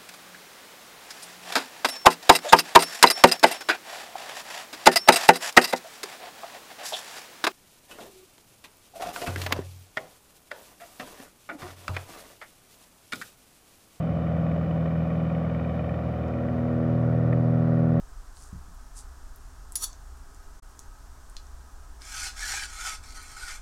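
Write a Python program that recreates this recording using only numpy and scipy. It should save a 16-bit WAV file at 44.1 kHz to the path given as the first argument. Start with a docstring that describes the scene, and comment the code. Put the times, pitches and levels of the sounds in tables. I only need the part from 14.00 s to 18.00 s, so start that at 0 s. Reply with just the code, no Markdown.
"""A calm lake, one microphone, a motor boat far off: its eight-cylinder engine holds a steady speed.
At first the exhaust burbles unevenly over a low rumble and faint hiss; each firing barks and rasps
in the pipe, one cylinder with a dry knock. From 1.8 s the burble turns into an even, deeper drone.
At 2.3 s a faint tick sounds close to the microphone. By 4 s the knock has faded under the drone."""
import sys
import numpy as np
from scipy import signal
from scipy.fft import rfft, irfft, next_fast_len
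from scipy.io import wavfile
from scipy.ndimage import map_coordinates

SR = 44100
rng = np.random.default_rng(int(sys.argv[2]) if len(sys.argv) > 2 else 0)


def inscribe(sig):
    """Save sig as 16-bit PCM at rate SR to the path in sys.argv[1].

    A 1-D sig is mono; a 2-D sig holds one channel per row.
    Samples are clipped to [-1, 1] before scaling.
    """
    pcm = np.round(np.clip(np.atleast_2d(sig).T, -1, 1) * 32767)
    wavfile.write(sys.argv[1], SR, pcm.astype(np.int16))


N = 4 * SR


def amp(db):
    """Decibels to gain."""
    return 10 ** (np.asarray(db) / 20)


def unit(x):
    """Scale to rms 1."""
    return x / np.sqrt(np.mean(x ** 2) + 1e-20)


def curve(rows):
    """(t/s, value) points as one value per sample."""
    return np.interp(np.arange(N) / SR, *np.transpose(rows))


def wobble(rate_hz):
    """A smooth random curve with rate_hz knots a second."""
    knots = rng.standard_normal(int(N * rate_hz / SR) + 4)
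    return map_coordinates(knots, [np.arange(N) * rate_hz / SR])


def colour(points):
    """Gain against frequency from (f/Hz, level/dB) points on a log axis."""
    f, db = np.transpose(points)
    return lambda hz: amp(np.interp(np.log(hz + 1), np.log(f + 1), db))


def noise(gain):
    """Coloured noise of rms 1."""
    hz = np.fft.rfftfreq(N, 1 / SR)
    return unit(irfft(rfft(rng.standard_normal(N)) * gain(hz), N))


def ring(x, gain, size=4096):
    """Pass x through a minimum-phase filter of the given gain."""
    cepstrum = irfft(np.log(gain(np.fft.rfftfreq(size, 1 / SR)) + 1e-6))
    cepstrum[1:size // 2] *= 2
    cepstrum[size // 2 + 1:] = 0
    return signal.fftconvolve(x, irfft(np.exp(rfft(cepstrum))))[:N]


# Spectrum of the rumble at the lake (f/Hz, relative level/dB)
RUMBLE_SPECTRUM = [(20, -19), (45, -20.5), (62, -6.5), (80, -0.5), (110, 1.5), (200, -2.5), (290, -7.5),
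                   (350, -15), (450, -18.5), (800, -38), (2000, -73.5)]
# Its strength at the microphone (t/s, level/dB)
RUMBLE_DB = [(0, -33.5), (1, -39.5), (2, -39.5), (3, -39.5), (4, -43)]
# Spectrum of outdoor and microphone hiss (f/Hz, relative level/dB)
HISS_SPECTRUM = [(20, -4), (800, 7), (2000, -3), (3300, -15), (4200, -18), (5300, -20), (6500, -25.5),
                 (8500, -30), (12000, -31.5), (15500, -30)]
def background():
    """The bed of the place: low rumble, faint hiss of open air and microphone."""
    rumble = amp(curve(RUMBLE_DB)) * noise(colour(RUMBLE_SPECTRUM))
    hiss = amp(-49) * noise(colour(HISS_SPECTRUM))
    return rumble + hiss


# Spectrum of the nearby tick (f/Hz, relative level/dB)
TICK_SPECTRUM = [(1500, -21), (3500, -2), (5500, 2), (7500, -13), (12000, -30)]
def tick(at_s=2.281, level_db=-53, decay_s=.002):
    """One tiny dry burst of noise close to the microphone."""
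    age = np.arange(N) / SR - at_s
    envelope = (age > 0) * np.exp(-np.abs(age) / decay_s)
    return amp(level_db) * envelope * noise(colour(TICK_SPECTRUM))


def firings(cycles, place, scatter_db=.68, jitter_s=.00005):
    """One cylinder fires once a cycle at its place (0-1), a little uneven in time and size."""
    turns = np.arange(int(cycles[-1]) + 1) + place
    chance = rng.standard_normal((len(turns), 2))
    at = np.interp(turns, cycles, np.arange(N), right=2 * N) + jitter_s * SR * chance[:, 0]
    inside = (at >= 0) & (at < N - 1)
    at, size = at[inside], amp(scatter_db * chance[inside, 1])
    i = at.astype(int)  # each impulse is shared between two samples
    return np.bincount(i, size * (1 - at + i), N) + np.bincount(i + 1, size * (at - i), N)


def puffs(impulses, decay_s):
    """An envelope of rms 1 that swells and dies after each impulse."""
    age = np.arange(SR // 20) / SR / decay_s
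    return unit(signal.fftconvolve(impulses, age * np.exp(-age))[:N])


def blend(even, burble_db, drone_db):
    """Gain on the way from burble (even = 0) to drone (even = 1)."""
    return (1 - even) * amp(burble_db) + even * amp(drone_db)


def cyclic_noise(gain, cycles, share=.2):
    """Coloured noise; a share of its power repeats with every engine cycle."""
    size = round(N / cycles[-1])
    one_cycle = irfft(rfft(rng.standard_normal(size)) * gain(np.fft.rfftfreq(size, 1 / SR)), size)
    repeating = unit(np.interp(cycles % 1 * size, np.arange(size), one_cycle))
    return np.sqrt(share) * repeating + np.sqrt(1 - share) * noise(gain)


# Strength of the knock (t/s, relative level/dB)
KNOCK_DB = [(0, -1), (1, 0), (1.85, 1.5), (2.6, 1), (3.3, -2.5), (3.6, -5.5), (4, -14)]
# Knocks that come out harder than the rest (t/s, extra level/dB)
KNOCK_ACCENTS = [(1.8, 3.5), (1.845, 3.5), (2.835, 7), (3.33, 12)]
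def knock_envelope(cycles):
    """One cylinder knocks once a cycle, short and dry."""
    t = np.arange(N) / SR
    accent_db = sum(db * (np.abs(t - at_s) < .02) for at_s, db in KNOCK_ACCENTS)
    hits = firings(cycles, place=.48, scatter_db=2.5)
    return puffs(hits, decay_s=.0026) * amp(curve(KNOCK_DB) + accent_db)


# The eight firings, for rasp and bark; levels are relative
# (place/cycle, burble bark/dB, drone bark/dB, rasp/dB)
FIRING_ORDER = [(.011, -6, -8, -4), (.144, -9, -1, 0), (.281, -4, -18, -6), (.394, -6, 2, -1),
                (.485, -6, -13, 0), (.645, -10, 2, -1), (.788, -1, -9, -2), (.896, -8, 2, -1)]
# Pipe resonances that the gas excites (f/Hz, width/Hz, burble/dB, drone/dB, knock against rasp/dB)
GAS_BANDS = [(538, 170, -42.5, -41, -19), (698, 130, -44.5, -54, -19), (966, 140, -58, -56.5, -8),
             (1165.5, 110, -51, -54.5, -9.5), (1390, 200, -54.5, -51.5, -9.5),
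             (1854, 170, -59.5, -58, -1.5), (2369, 260, -60, -68, -2), (2994, 210, -65, -78.5, -8),
             (3584, 290, -72, -77.5, -9.5)]
def rasp(cycles, even, steady_flow=.5):
    """Rough gas puffs through the pipe's resonances at each firing, along with the brighter knock."""
    pulses = sum(firings(cycles, place) * amp(db) for place, _, _, db in FIRING_ORDER)
    flow = unit(steady_flow + puffs(pulses, decay_s=.0024))
    knocks = knock_envelope(cycles)
    out = np.zeros(N)
    for centre_hz, width_hz, burble_db, drone_db, knock_db in GAS_BANDS:
        band = lambda hz: 1 / (1 + ((hz - centre_hz) / width_hz * np.sqrt(2)) ** 4)
        gas = flow * cyclic_noise(band, cycles)
        knock = amp(knock_db) * knocks * noise(band)
        out += blend(even, burble_db, drone_db) * (gas + knock)
    return out


# Colour of the exhaust pipe from across the water (f/Hz, relative level/dB)
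PIPE_RESPONSE = [(100, -59), (280, -36), (340, -29.5), (410, -14), (460, -6), (490, 2), (560, 3.5),
                 (650, -0.5), (735, -5), (810, -12.5), (870, -30.5), (960, -26), (1060, -26), (1140, -17),
                 (1260, -24.5), (1400, -27), (2000, -41.5), (5000, -80)]
def bark(cycles, even, level_db=-36):
    """Each firing rings the exhaust pipe; in the drone four of the eight stand out."""
    pulses = sum(firings(cycles, place) * blend(even, burble_db, drone_db)
                 for place, burble_db, drone_db, _ in FIRING_ORDER)
    return amp(level_db) * unit(ring(pulses, colour(PIPE_RESPONSE)))


# Strongest exhaust partials at the microphone, 6, 8 and 12 times the cycle rate (t/s, level/dB)
PARTIAL_6 = [(0, -35.5), (1, -37.9), (1.7, -36.5), (2.3, -34.2), (2.75, -29.9), (3.05, -25.0), (3.3, -24.2),
             (4, -26.1)]
PARTIAL_8 = [(0, -28.5), (0.7, -26.5), (1.25, -27.1), (2, -34.1), (2.35, -39.3), (2.8, -30.5), (3.2, -27.1),
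             (4, -23.5)]
PARTIAL_12 = [(0, -38.5), (0.6, -41.0), (1.6, -37.7), (2.05, -42.1), (2.45, -31.9), (2.8, -28.3),
              (3.2, -32.9), (3.55, -29.2), (4, -27.2)]
# Weaker exhaust partials (multiple of the cycle rate, burble/dB, drone/dB)
WEAK_PARTIALS = [(3, -54.5, -52.4), (4, -35.8, -37.6), (5, -49.0, -51.4), (7, -56.9, -51.8),
                 (9, -38.7, -51.1), (10, -42.9, -49.6), (11, -52.9, -50.6), (13, -54.5, -55.5),
                 (14, -51.7, -69.0), (15, -51.6, -57.0), (16, -47.7, -38.3), (20, -56.7, -45.0)]
def drone(cycles, even, strong_waver_db=.46, weak_waver_db=1.3):
    """The far boat's low exhaust partials; multiples of four keep step with the firings."""
    firing_place, dispersion_rad = .0729, .03014  # the pipe's phase lag grows as the multiple squared
    angle = 2 * np.pi * (cycles - firing_place)
    out = np.zeros(N)
    for k, level in (6, PARTIAL_6), (8, PARTIAL_8), (12, PARTIAL_12):
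        gain = amp(curve(level) + strong_waver_db * wobble(rate_hz=14))
        out += gain * np.cos(k * angle - dispersion_rad * k ** 2)
    for k, burble_db, drone_db in WEAK_PARTIALS:
        offset = (k % 4 > 0) * rng.uniform(0, 2 * np.pi)
        gain = blend(even, burble_db, drone_db) * amp(weak_waver_db * wobble(rate_hz=4.2))
        out += gain * np.cos(k * angle - dispersion_rad * k ** 2 + offset)
    return np.sqrt(2) * out


# Engine speed in four-stroke cycles a second (t/s, f/Hz)
CYCLE_RATE = [(0, 20.445), (2, 20.245), (3, 20.18), (4, 20.15)]
# Evenness of the exhaust note (t/s, 0 burble to 1 drone)
EVENNESS = [(0, 0), (1.8, 0), (2.3, .35), (2.7, .7), (3.2, .9), (4, 1.0)]
def scene():
    """The lake in mono: one engine speed drives the distant drone, bark and rasp."""
    cycles = np.cumsum(curve(CYCLE_RATE)) / SR
    even = curve(EVENNESS)
    boat = drone(cycles, even) + bark(cycles, even) + rasp(cycles, even)
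    return (boat + background() + tick())[None]


def record(dry):
    """The camera's microphone channel keeps nothing above its band limit."""
    top_hz = 15720
    size = next_fast_len(N + SR // 2)
    passband = np.fft.rfftfreq(size, 1 / SR) < top_hz
    return irfft(rfft(dry, size) * passband, size)[:, :N]


dry = scene()
out = record(dry)
inscribe(out)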